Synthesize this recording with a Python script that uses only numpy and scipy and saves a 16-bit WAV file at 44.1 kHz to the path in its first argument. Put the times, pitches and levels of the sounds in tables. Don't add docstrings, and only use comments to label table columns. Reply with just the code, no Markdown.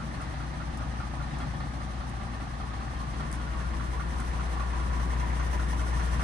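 import sys
import numpy as np
from scipy.fft import rfft, irfft, next_fast_len
from scipy.io import wavfile
from scipy.ndimage import map_coordinates

SR = 44100
rng = np.random.default_rng(int(sys.argv[2]) if len(sys.argv) > 2 else 0)


def generate_wav(signal):
    frames = np.transpose(np.atleast_2d(signal))
    scaled = np.clip(frames, -1, 1) * 32767
    pcm = np.round(scaled).astype(np.int16)
    wavfile.write(sys.argv[1], SR, pcm)


N = 274743
TIME = np.arange(N) / SR
CYCLE_HZ = 5.008

EXHAUST_ORDERS = [6, 9, 12, 14, 15, 21, 33, 18, 22, 24, 25, 39, 27, 28, 29, 30, 36, 42, 48, 54, 60, 66, 72]
# behind_db, corner_db, beside_db
ORDER_LEVELS = [(-14, -19, -16), (-49, -43, -39), (4.5, 2, 7.5), (-16, -17, -20), (-14, -28, -23),
                (-38, -16, -40), (-33, -26, -49), (-22, -26, -24), (-9, -39, -28), (-4.5, -12, -15),
                (-30, -11.5, -53), (-27, -24, -33), (-38, -30, -23), (-15, -25, -31), (-14.5, -16, -38),
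                (-32, -31, -12), (-15.5, -12, -19), (-9, -15.5, -28.5), (-28, -21.5, -22),
                (-15.5, -31, -27), (-24.5, -30, -61), (-27, -25, -29), (-27, -33.5, -29)]
# frequency_hz, level_db
RUMBLE_SPECTRUM = [(24, -48), (31, -10), (40, -5), (50, -12.5), (78, 1), (100, -9.5), (120, -2.5),
                   (145, 0.5), (190, -7.5), (230, -7), (270, -11.5), (340, -17.5), (410, -30), (700, -50.5)]
def exhaust():
    silencer_hz = 100
    angle = 2 * np.pi * CYCLE_HZ * (TIME - .0047)
    tones = 0
    for order, place_db in zip(EXHAUST_ORDERS, ORDER_LEVELS):
        waver = .004 * order + .35 * (order % 3 > 0)
        level_db = by_place(*place_db) + 4 * waver * wobble(2)
        polarity = np.sign(silencer_hz - order * CYCLE_HZ)
        tones += amp(level_db) * polarity * np.cos(order * angle + 1.2 * waver * wobble(2))
    hum = np.sqrt(2) * amp(walk("hum_db")) * tones
    return hum + amp(walk("rumble_db") + .67 * wobble(3.72)) * rush(RUMBLE_SPECTRUM)


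# pitch_hz, width_hz, behind_db, corner_db, beside_db, mic_correlation, delay_ms,
# strike_db (over the rattle), rattle_t60_s, then blow_db for each of the six cylinders
BLOCK_MODES = [(308.4, 96, -13.5, -13.5, -17, 0.9, 5, 5.8, 0.33, 3.9, -0.5, -1, -3, -3, 6.5),
               (622, 136, -11, -23.5, -12.5, 0.2, 4.68, 19, 0.24, 5.8, -2, -1.5, -7, 3.5, -8),
               (776, 90, -7, -22.5, -13, 0.54, 5.14, 32, 0.09, 2.9, 2.5, 2.5, -2.5, 5.5, 3),
               (826, 85, -10, -20.5, -17, 0.59, 5.06, 32, 0.09, 2.2, 4.5, 5, -3.5, 7, 2),
               (990, 73, -13.5, -8.5, -6, 0.45, 4.09, 25.4, 0.3, 5.2, 4.5, 1.5, 1.5, 10.5, 1.5),
               (1057.4, 33, -23.5, -11.5, -15.5, 0.4, 4.2, 10, 0.85, 6.3, -3, 4, 10.5, 4, 12),
               (1124.6, 52, -14, -9.5, -10, 0.27, 4.18, 12, 0.13, 5.8, 2, 2, -4, 5, 3),
               (1167, 47, -8, -11.5, -8, 0.66, 4.09, 24.5, 0.29, 2.9, -6, -1.5, -14, -7, -2.5),
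               (1243, 51, -9, -17, -23, 0.24, 1.7, 13, 0.46, 1.5, -2, -13, 2, 3, -4),
               (1417, 82, -24, -13, -16, .3, 5.1, 22, 0.17, 3, 7, 5, 0, 3, -7),
               (1797, 110, -19.5, -22, -16, 0.44, 6, 23, 0.34, 5.2, 4, 1.5, 2, 4.5, -2),
               (1795, 480, -11.5, -14, -8.5, 0.59, 12, 17, 0.46, 6, -13, 5, 5, 5.5, -12),
               (2070, 330, -18, -22.5, -19, 0.54, 8.7, 15, 0.28, 12, -19, -11, 11.5, 2, -16),
               (2595, 610, -22, -23.5, -20.5, 0.15, 5, 16, 0.34, 11.3, -16, -1, -20, 11.5, 1),
               (3330, 290, -30, -27, -35, 0.46, 7.4, 12, 0.13, 13, -7, -11, -15, 10, -6),
               (4200, 920, -21, -23, -26, 0.41, 5.9, 16, 0.28, 12.4, 6, 7, 3, 11.5, -11),
               (5970, 1000, -40, -34, -21, 0.55, 6, 14, 0.12, 13, 5, -4, -11, 11, -4),
               (9230, 2500, -34, -31, -34, .6, 7.6, 8, 0.12, 10, -5, -4, -10, 8, -6)]
def block():
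    beat_s = 1 / (6 * CYCLE_HZ)
    total = round(N / SR / beat_s) + 12
    burn_db = 1.1 * rng.standard_normal(total)
    jitter = (SR * .00025 * (rng.random(total) - 1)).astype(int)
    pattern = cycle_noise()
    knocks = 0
    for row in BLOCK_MODES:
        hz, width_hz, *place_db, correlation, delay_ms, strike_db, t60_s = row[:9]
        firings = (TIME - delay_ms / 1000) / beat_s + 6
        firing, age_s = firings.astype(int), firings % 1 * beat_s
        blows = amp(np.resize(row[9:], total) + burn_db + .8 * rng.standard_normal(total))
        tail = blows[firing - 1] * amp(-60 * beat_s / t60_s)
        rattle = np.hypot(blows[firing], tail) * amp(-60 * age_s / t60_s)
        mid, side = mid_side(correlation)
        repeat = along(CYCLE_SHARE, hz)
        noise = np.sqrt(1 - repeat) * rng.standard_normal((2, N)) + np.sqrt(repeat) * pattern
        force = rattle * ([[mid, side], [mid, -side]] @ noise)
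        starts = np.flatnonzero(np.diff(firing)) + 1
        force[:, starts + jitter[firing[starts]]] += amp(strike_db) * blows[firing[starts]]
        ring = unit(filtered(force, lambda f: resonance(f, hz, width_hz)))
        knocks += amp(by_place(*place_db) + swell_db(hz)) * ring
    return knocks


# pitch_hz, middle_s, half_length_s (at half height), boost_db
BODY_GAPS = [(758, 2.79, 0.49, 6.5), (1161, 3.04, 0.28, 6.5), (992.7, 3.45, 0.16, 3),
             (758, 4.53, 0.21, 10.5), (1120, 4.72, 0.3, 5), (994, 5.2, .25, 3), (310, 2.7, 0.33, 6),
             (1122, 3.55, 0.1, 2), (1058, 3, 0.29, 8), (1820, 1.3, .3, 5), (1810, 4.9, 0.27, 4)]
def swell_db(mode_hz):
    boost_db = 0
    for hz, middle_s, half_s, db in BODY_GAPS:
        nearest_hz = min((row[0] for row in BLOCK_MODES), key=lambda f: abs(f - hz))
        if nearest_hz == mode_hz:
            boost_db += db * np.clip(1 - abs(TIME - middle_s) / half_s / 2, 0, 1)
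    return boost_db + wobble(2.42)


# frequency_hz, level_db
WHIRR_BEHIND = [(300, -42), (400, -21), (480, -7.5), (700, -2.5), (1200, -3.5), (1600, -6), (2100, -12.5),
                (2500, -15.5), (4500, -19.5), (6000, -20.5), (7100, -27.5), (9000, -31), (11700, -39),
                (16000, -70)]
# frequency_hz, level_db
WHIRR_BESIDE = [(250, -3), (350, -0.5), (520, -3), (900, -3), (1300, -2), (1800, -7.5), (2300, -13),
                (5000, -23), (6000, -27), (7100, -24.5), (9000, -30), (11700, -30), (16000, -60)]
def gears_and_fan():
    near = by_place(0, .68, 1)
    whirr = np.sqrt(1 - near) * rush(WHIRR_BEHIND) + np.sqrt(near) * rush(WHIRR_BESIDE)
    return amp(-2 + .6 * wobble(5)) * whirr


# pitch_hz, far_db, near_db, t60_s
COVER_MODES = [(1128, -6, 3, 0.044), (1302, -3, -3, 0.052), (1280, -9, -10, 0.07), (1387, 5, 4, 0.059),
               (1424, -22, 6, 0.09), (1500, -18, -1, 0.051)]
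# delay_s, level_db
VALVE_BOUNCES = [(0, 7), (0.011, 2.5), (.022, 2)]
# start_s, strength_db
VALVE_CLACKS = [(0.0024, -36), (0.2016, -37), (0.402, -40), (0.602, -37), (0.801, -37), (1.0017, -36),
                (1.201, -36.5), (1.4017, -39), (1.603, -42), (1.8008, -46), (2.0064, -42), (2.1989, -47),
                (2.4, -43), (2.598, -48), (2.799, -46), (2.9991, -48), (3.197, -40), (3.3965, -40),
                (3.597, -43), (3.7976, -39.5), (3.9972, -38.5), (4.197, -37), (4.3959, -39), (4.5955, -40),
                (4.795, -45), (4.996, -44), (5.1944, -47), (5.3946, -41), (5.5943, -38), (5.7922, -41),
                (5.993, -40), (6.1953, -36)]
def loose_valve():
    out, t = np.zeros((2, N + SR)), np.arange(SR // 8) / SR
    mic_delay_s, mic_db = [[.00026], [0]], [[-4], [0]]
    nearness = by_place(0, .76, .95)
    attack = 1 - np.exp(-t / .0008)
    for start_s, strength_db in VALVE_CLACKS:
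        at = round(start_s * SR)
        for delay_s, bounce_db in VALVE_BOUNCES:
            ring = 0
            for hz, far_db, near_db, t60_s in COVER_MODES:
                mode_db = far_db + nearness[at] * (near_db - far_db) + rng.normal(0, 1.2, (2, 1))
                phase = 2 * np.pi * hz * (t - mic_delay_s) + rng.normal(0, .5, (2, 1))
                ring += amp(mode_db - 60 * t / t60_s) * np.sin(phase)
            add_at(out, start_s + delay_s, amp(strength_db + bounce_db - 12) * ring * attack)
    return amp(mic_db) * out[:, :N]


# frequency_hz, level_db
AIR_SPECTRUM = [(2000, -22), (3000, 6), (4500, -0.5), (5200, 5), (5850, 8), (6400, 6.5), (7000, -2.5),
                (7800, 4), (8500, 4), (9200, 2), (10000, 3.5), (11000, 3.5), (13000, 8.5), (16000, 1)]
STROKE_ORDERS = [4, 7, 9, 18]
STROKE_LEVELS = [-52, -68, -56, -58.5]
def compressor():
    stroke_hz, top_edge_hz = 11.87, 11200
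    steady_angle = 2 * np.pi * stroke_hz * TIME
    angle = 2 * np.pi * stroke_hz * (TIME + .02) + .35 * wobble(3.52)
    stroke_db = by_place(4.6, 2.9, 3.8) * np.cos(angle) - .5 * np.cos(2 * angle + .3)
    stroke_db += .96 * wobble(21) + wobble(3.98)
    air = rush(AIR_SPECTRUM)
    top = filtered(air, lambda hz: hz > top_edge_hz)
    top_db = by_place(-6, -1.4, 1.5) + .45 * stroke_db + 1.5 * wobble(8)
    hiss = amp(walk("hiss_db") - 1.5 + stroke_db) * (air - top + amp(top_db) * top)
    tones = sum(amp(db + 3.1 * wobble(1.65)) * np.cos(order * steady_angle)
                for order, db in zip(STROKE_ORDERS, STROKE_LEVELS))
    return hiss + np.sqrt(2) * tones


# start_s, strength_db, crunch_db (against the tick),
# centre_hz, width_hz
GRIT_TICKS = [(0.216, -36, -15, 9000, 6000), (0.2304, -50, -10, 9000, 5000),
              (0.773, -31, -18, 11000, 22000), (1.3853, -38, -14, 9000, 12000),
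              (2.0753, -44, -9, 9500, 6000), (2.0934, -41, -7, 9000, 5000), (3.315, -32, -14, 9000, 7000),
              (3.3273, -26, -18, 11000, 24000), (3.339, -40, -13, 9600, 9000),
              (3.352, -42, -10, 9600, 9000), (4.18, -46, -4, 9500, 5000), (4.2009, -31, -14, 9500, 9000),
              (4.227, -42, -12, 9000, 5000)]
def grit():
    out, t = np.zeros((2, N + SR)), np.arange(SR // 10) / SR
    f = np.fft.rfftfreq(len(t), 1 / SR)
    attack = 1 - np.exp(-t / .00081)
    for start_s, strength_db, crunch_db, hz, width_hz in GRIT_TICKS:
        envelope = attack * (amp(-60 * t / .0067) + amp(crunch_db - 60 * t / .087))
        noise = [[1, .84], [1, -.68]] @ rng.standard_normal((2, len(t)))
        band = resonance(f, hz, width_hz) * (f > 4500)
        add_at(out, start_s, amp(strength_db) * irfft(rfft(envelope * noise) * band, len(t)))
    return out[:, :N]


# start_s, strength_db, pitch_hz
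METAL_PINGS = [(0.8294, -52, 3280), (1.2244, -46, 4000), (1.3059, -47, 3780), (1.4097, -41, 3330),
               (1.5539, -47, 3330), (2.9612, -46, 3150), (2.9951, -46, 4400)]
def pings():
    out, t = np.zeros((2, N + SR)), np.arange(SR // 8) / SR
    t60_s = .09
    envelope = amp(-7 - 60 * t / t60_s) * (1 - np.exp(-t / .0027))
    for start_s, strength_db, hz in METAL_PINGS:
        mic_phase = rng.normal(0, .36, (2, 1))
        add_at(out, start_s, amp(strength_db) * envelope * np.sin(2 * np.pi * hz * t + mic_phase))
    return out[:, :N]


# frequency_hz, correlation
MIC_CORRELATION = [(60, 0.98), (130, .97), (220, 0.94), (350, 0.78), (500, 0.063), (750, 0.12),
                   (1300, 0.42), (2000, 0.048), (3500, 0.14), (6000, 0.16), (10000, 0.23)]
# frequency_hz, power_share
CYCLE_SHARE = [(60, .3), (150, .45), (300, .45), (600, .17), (800, .3), (1100, .3), (1900, .07), (3500, 0)]
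def rush(spectrum):
    def response(hz):
        repeat = along(CYCLE_SHARE, hz)
        spread = mid_side(along(MIC_CORRELATION, hz))
        return amp(along(spectrum, hz)) * np.sqrt([[1 - repeat], [repeat]]) * spread
    fresh_and_repeating = np.array([rng.standard_normal((2, N)), cycle_noise()])
    mid, side = filtered(fresh_and_repeating, response).sum(axis=0)
    return unit(np.array([mid + side, mid - side]))


def cycle_noise(pattern_s=1.2):
    patterns = rng.standard_normal((2, int(N / SR / pattern_s) + 2, round(SR / CYCLE_HZ)))
    current, fade = (TIME / pattern_s).astype(int), TIME / pattern_s % 1 * np.pi / 2
    at = np.arange(N) % patterns.shape[-1]
    return np.cos(fade) * patterns[:, current, at] + np.sin(fade) * patterns[:, current + 1, at]


# time_s, place (0 behind the lorry, 1 at its corner, 2 beside it),
# hum_db, rumble_db, clatter_db, hiss_db
MIC_PATH = [(0, 0.47, -43.5, -35.5, -46, -59.5), (.9, 0.061, -39.5, -36.5, -47, -60),
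            (1.5, 0.07, -41.5, -36, -46.5, -59.5), (2.6, 0.36, -41, -38, -46.5, -60),
            (3.2, 0.62, -38, -36, -45.5, -58.5), (3.6, 1.08, -34.5, -37.5, -44.5, -56.5),
            (4.2, 1.3, -35, -37, -44.5, -54), (4.8, 1.36, -33, -37.5, -43, -52.5),
            (5.5, 1.91, -34.5, -37, -43, -51), (6.23, 1.6, -32.5, -34.5, -42, -49)]
def walk(name):
    time_s, *curves = np.transpose(MIC_PATH)
    names = ["place", "hum_db", "rumble_db", "clatter_db", "hiss_db"]
    return np.interp(TIME, time_s, curves[names.index(name)])


def by_place(behind, corner, beside):
    return np.interp(walk("place"), [0, 1, 2], [behind, corner, beside])


def mid_side(correlation):
    angle = np.arccos(correlation) / 2
    return np.cos(angle), np.sin(angle)


def resonance(f, hz, width_hz):
    return (1j * f * width_hz / (hz * hz - f * f + 1j * f * width_hz)) ** 2


def filtered(x, response):
    size = next_fast_len(N + SR // 4)
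    return irfft(rfft(x, size) * response(np.fft.rfftfreq(size, 1 / SR)), size)[..., :N]


def wobble(rate):
    coarse_s = np.arange(0, N / SR + .01, .005)
    knots = rng.standard_normal(int(N * rate / SR) + 4)
    return np.interp(TIME, coarse_s, map_coordinates(knots, [coarse_s * rate]))


def along(points, hz):
    f, values = np.transpose(points)
    return np.interp(np.log(hz + 1), np.log(f + 1), values)


def amp(db):
    return 10 ** (np.asarray(db) / 20)


def unit(x):
    return x / np.sqrt(np.mean(x ** 2) + 1e-20)


def add_at(out, start_s, sound):
    out[:, round(start_s * SR):][:, :sound.shape[1]] += sound


def scene():
    tailpipe = exhaust()
    clatter = amp(walk("clatter_db")) * (block() + gears_and_fan())
    return tailpipe + clatter + loose_valve() + compressor() + grit() + pings()


# frequency_hz, gain_db
LEFT_MIC = [(60, 1), (200, -1.5), (450, 3), (700, 1.5), (1000, 2.5), (3500, 5), (6000, 5), (7500, 0.5),
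            (10000, -8.5), (11000, -13), (11800, -12.5), (13000, -20.5), (15700, -20)]
# frequency_hz, gain_db
RIGHT_MIC = [(60, -3), (200, -6.5), (450, 7), (1000, 3.5), (3500, 4.5), (5000, -1), (7200, -0.5), (8300, 5),
             (10000, 6.5), (11000, -5.5), (11800, -16), (13000, -21.5), (15700, -15)]
# frequency_hz, lead_rad
LEFT_LEAD = [(20, 0), (150, 0.36), (430, -1.7), (560, -.5), (780, 0.04), (1050, -2), (1390, -3.5),
             (1800, -5.5), (2300, -6), (4200, -5.5), (5600, -9.5), (7000, -12.5), (16000, -9.5)]
def record(dry):
    top_hz = 15700
    def ports(hz):
        colour = amp([along(LEFT_MIC, hz), along(RIGHT_MIC, hz)])
        phase = np.outer([.5, -.5], along(LEFT_LEAD, hz))
        return colour * np.exp(1j * phase) * (hz < top_hz)
    return filtered(dry, ports)


dry = scene()
out = record(dry)
generate_wav(out)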